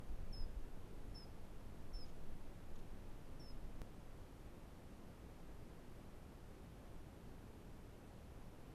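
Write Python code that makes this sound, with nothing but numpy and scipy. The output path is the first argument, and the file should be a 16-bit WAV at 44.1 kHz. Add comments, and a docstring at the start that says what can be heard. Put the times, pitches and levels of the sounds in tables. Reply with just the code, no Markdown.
"""Low rumble and even microphone hiss, with a breeze nudging the microphone in soft gusts.
A small bird on a wooded river bank gives four thin, falling whistles: near-pure tones,
scattered by bushes and the far bank. Dry leaves rub faintly.
After the last whistle the sound cuts, with a click, to still air; rumble and hiss go on."""
import sys
import numpy as np
from scipy import signal
from scipy.fft import rfft, irfft, next_fast_len
from scipy.io import wavfile

SR = 44100
rng = np.random.default_rng(int(sys.argv[2]) if len(sys.argv) > 2 else 0)


def digitize_waveform(pressure):
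    """Quantize a signal to 16-bit integers and store it at the path in sys.argv[1].

    Rows of a 2-D input are taken as channels; values are limited to [-1, 1].
    """
    field = np.atleast_2d(pressure).T
    bounded = np.clip(field, -1, 1)
    quanta = np.round(bounded * 32767).astype(np.int16)
    wavfile.write(sys.argv[1], SR, quanta)


N = 385434
TIME_S = np.arange(N) / SR
CUT_S = 3.8177

# steady rumble and hiss: (frequency [Hz], relative density [dB])
FLOOR_SPECTRUM = [(14, 5.5), (25, -3.5), (60, -5.5), (120, -10), (250, -14), (500, -19.5), (1000, -27),
                  (1500, -31.5), (2100, -35), (3000, -37.5), (3900, -41), (7500, -45.5), (10500, -45.5),
                  (13500, -46.5)]
# air on the microphone port: (frequency at speed 1 [Hz], relative density [dB])
EDDY_SPECTRUM = [(12, 15.5), (20, 6), (42, -3), (70, -15.5), (110, -22.5), (250, -51)]
# gusts: (centre time [s], length [s], peak level [dB], air speed [ratio])
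GUSTS = [(0.115, 0.11, -40.5, 1.53), (0.22, 0.093, -40, 1.24), (0.408, 0.29, -39.5, 1.44),
         (0.567, 0.056, -46.5, 2.8), (1.098, 0.08, -48, 3.1), (1.978, 0.12, -35.5, 0.71),
         (3.105, 0.088, -53, 1.05), (3.637, 0.29, -47.5, 1.0)]
# leaf friction: (frequency [Hz], relative density [dB])
LEAF_SPECTRUM = [(1800, -20), (3000, 6), (4000, 4), (5000, -2), (6700, 6.5), (7800, -12), (12000, -22)]
# leaf stirs: (centre time [s], length [s], peak level [dB])
LEAF_STIRS = [(2.063, 0.018, -73), (2.092, 0.037, -75), (2.762, .014, -72.5), (2.794, .02, -71.5)]
# bird calls: (start [s], length [s], crest pitch [Hz], dip before crest [Hz], sag after crest [Hz],
# start level [dB], fade over call [dB])
WHISTLES = [(0.324, 0.130, 5220, 170, 267, -55, 10), (1.143, 0.112, 5310, 199, 360, -57, 5),
            (1.93, 0.127, 5370, 170, 494, -58.5, 1.5), (3.394, 0.13, 5370, 50, 336, -63.5, -0.5)]


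def from_db(db):
    """Decibels to gain."""
    return 10 ** (np.asarray(db) / 20)


def unit_rms(x):
    """Scale to unit power."""
    return x / np.sqrt(np.mean(x ** 2) + 1e-20)


def drift(rate_hz):
    """Smooth random wander, unit RMS."""
    pole = np.exp(-2 * np.pi * rate_hz / SR)
    wander = signal.lfilter([1], [1, -2 * pole, pole * pole], rng.standard_normal(N + SR))
    return unit_rms(wander[SR:])


def coloured_noise(spectrum):
    """Unit-RMS noise of the given spectrum, rolled off beyond both ends."""
    size = next_fast_len(N)
    hz = np.maximum(np.fft.rfftfreq(size, 1 / SR), 1)
    points_hz, points_db = np.transpose(spectrum)
    gain = from_db(np.interp(np.log(hz), np.log(points_hz), points_db))
    gain *= np.minimum(np.minimum(hz / points_hz[0], points_hz[-1] / hz), 1) ** 2
    return unit_rms(irfft(rfft(rng.standard_normal(size)) * gain, size)[:N])


def low_pass(x, edge_hz):
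    """Steep FIR low-pass."""
    return signal.fftconvolve(x, signal.firwin(401, edge_hz, fs=SR), mode="same")


def swell(centre_s, length_s, peak_db):
    """Half-cosine rise and fall of gain."""
    return from_db(peak_db) * np.cos(np.pi * np.clip((TIME_S - centre_s) / length_s, -.5, .5))


def background(level_db=-55, lift_before_cut_db=0.28):
    """Distant rumble sloping into the microphone's own hiss."""
    return from_db(level_db + lift_before_cut_db * (TIME_S < CUT_S)) * coloured_noise(FLOOR_SPECTRUM)


def eddies(speed):
    """Air rumbling on the microphone port; faster air shifts the spectrum up."""
    return coloured_noise([(hz * speed, db) for hz, db in EDDY_SPECTRUM])


def breeze(light_air_db=-50.5, swing_db=1):
    """Light air and gusts press on the port until the cut."""
    light_air = from_db(light_air_db + swing_db * drift(rate_hz=6.7)) * eddies(speed=0.87)
    gusts = sum(swell(centre_s, length_s, peak_db) * eddies(speed)
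                for centre_s, length_s, peak_db, speed in GUSTS)
    return (light_air + gusts) * (TIME_S < CUT_S)


def cut_click(step_db=-38, settle_s=0.008):
    """A click: the level swells, steps through zero at the cut, then settles."""
    since_s = TIME_S - CUT_S
    return -from_db(step_db) / 2 * np.sign(since_s) * np.exp(-abs(since_s) / settle_s)


def leaves(grain_db=2):
    """Dry leaves rub in short swells of grainy friction."""
    envelope = sum(swell(*stir) for stir in LEAF_STIRS)
    friction = coloured_noise(LEAF_SPECTRUM) * from_db(grain_db * drift(rate_hz=400))
    return envelope * unit_rms(friction)


def woods(x, t60_s, echo_db, first_s, count=160):
    """Trunks and twigs scatter weak echoes that beat against the gliding tone."""
    delays_s = first_s + rng.random(count) * t60_s / 2
    echoes = np.zeros(int(delays_s.max() * SR) + 1)
    echoes[(delays_s * SR).astype(int)] = rng.standard_normal(count) * from_db(-60 * delays_s / t60_s)
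    return from_db(echo_db) * signal.fftconvolve(x, echoes / np.linalg.norm(echoes))[:N]


def whistle(call, waver, drop_hz=708, drop_s=0.007, crest_share=0.33, attack_s=0.0088, release_s=0.015):
    """Tone with a faint octave; pitch drops in from above, dips, crests, then sags ever faster."""
    start_s, length_s, crest_hz, dip_hz, sag_hz, level_db, fade_db = call
    since_s = np.clip(TIME_S - start_s, 0, length_s)
    progress = since_s / length_s
    drop = np.exp(-since_s / drop_s)
    dip = np.interp(progress, [0, crest_share], [1, 0])
    sag = np.interp(progress, [crest_share, 1], [0, 1]) ** 1.2
    pitch_hz = crest_hz + drop_hz * drop - dip_hz * dip - sag_hz * sag
    phase = 2 * np.pi * np.cumsum(pitch_hz * (1 + waver)) / SR
    tone = np.sin(phase) + from_db(-21.5) * np.sin(2 * phase)
    gate = np.minimum(np.minimum(since_s / attack_s, (length_s - since_s) / release_s), 1)
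    return gate * from_db(level_db - fade_db * progress) * tone


def bird(waver_share=0.0015, flutter_db=1.7):
    """Four whistles, slightly unsteady in pitch and level, with near and far echoes."""
    waver = waver_share * drift(rate_hz=110)
    calls = sum(whistle(call, waver) for call in WHISTLES)
    calls *= from_db(flutter_db * drift(rate_hz=60))
    bushes = woods(calls, t60_s=0.14, echo_db=-16.5, first_s=0.0046)
    far_bank = woods(calls, t60_s=0.32, echo_db=-23, first_s=0.068)
    return calls + bushes + far_bank


def scene():
    """Mono mix at a band-limited microphone; the click reaches higher."""
    outdoors = low_pass(bird() + leaves() + breeze() + background(), edge_hz=13900)
    return (outdoors + cut_click())[None]


def record(dry):
    """Steep roll-off of the top treble."""
    return low_pass(dry[0], edge_hz=16300)[None]


dry = scene()
out = record(dry)
digitize_waveform(out)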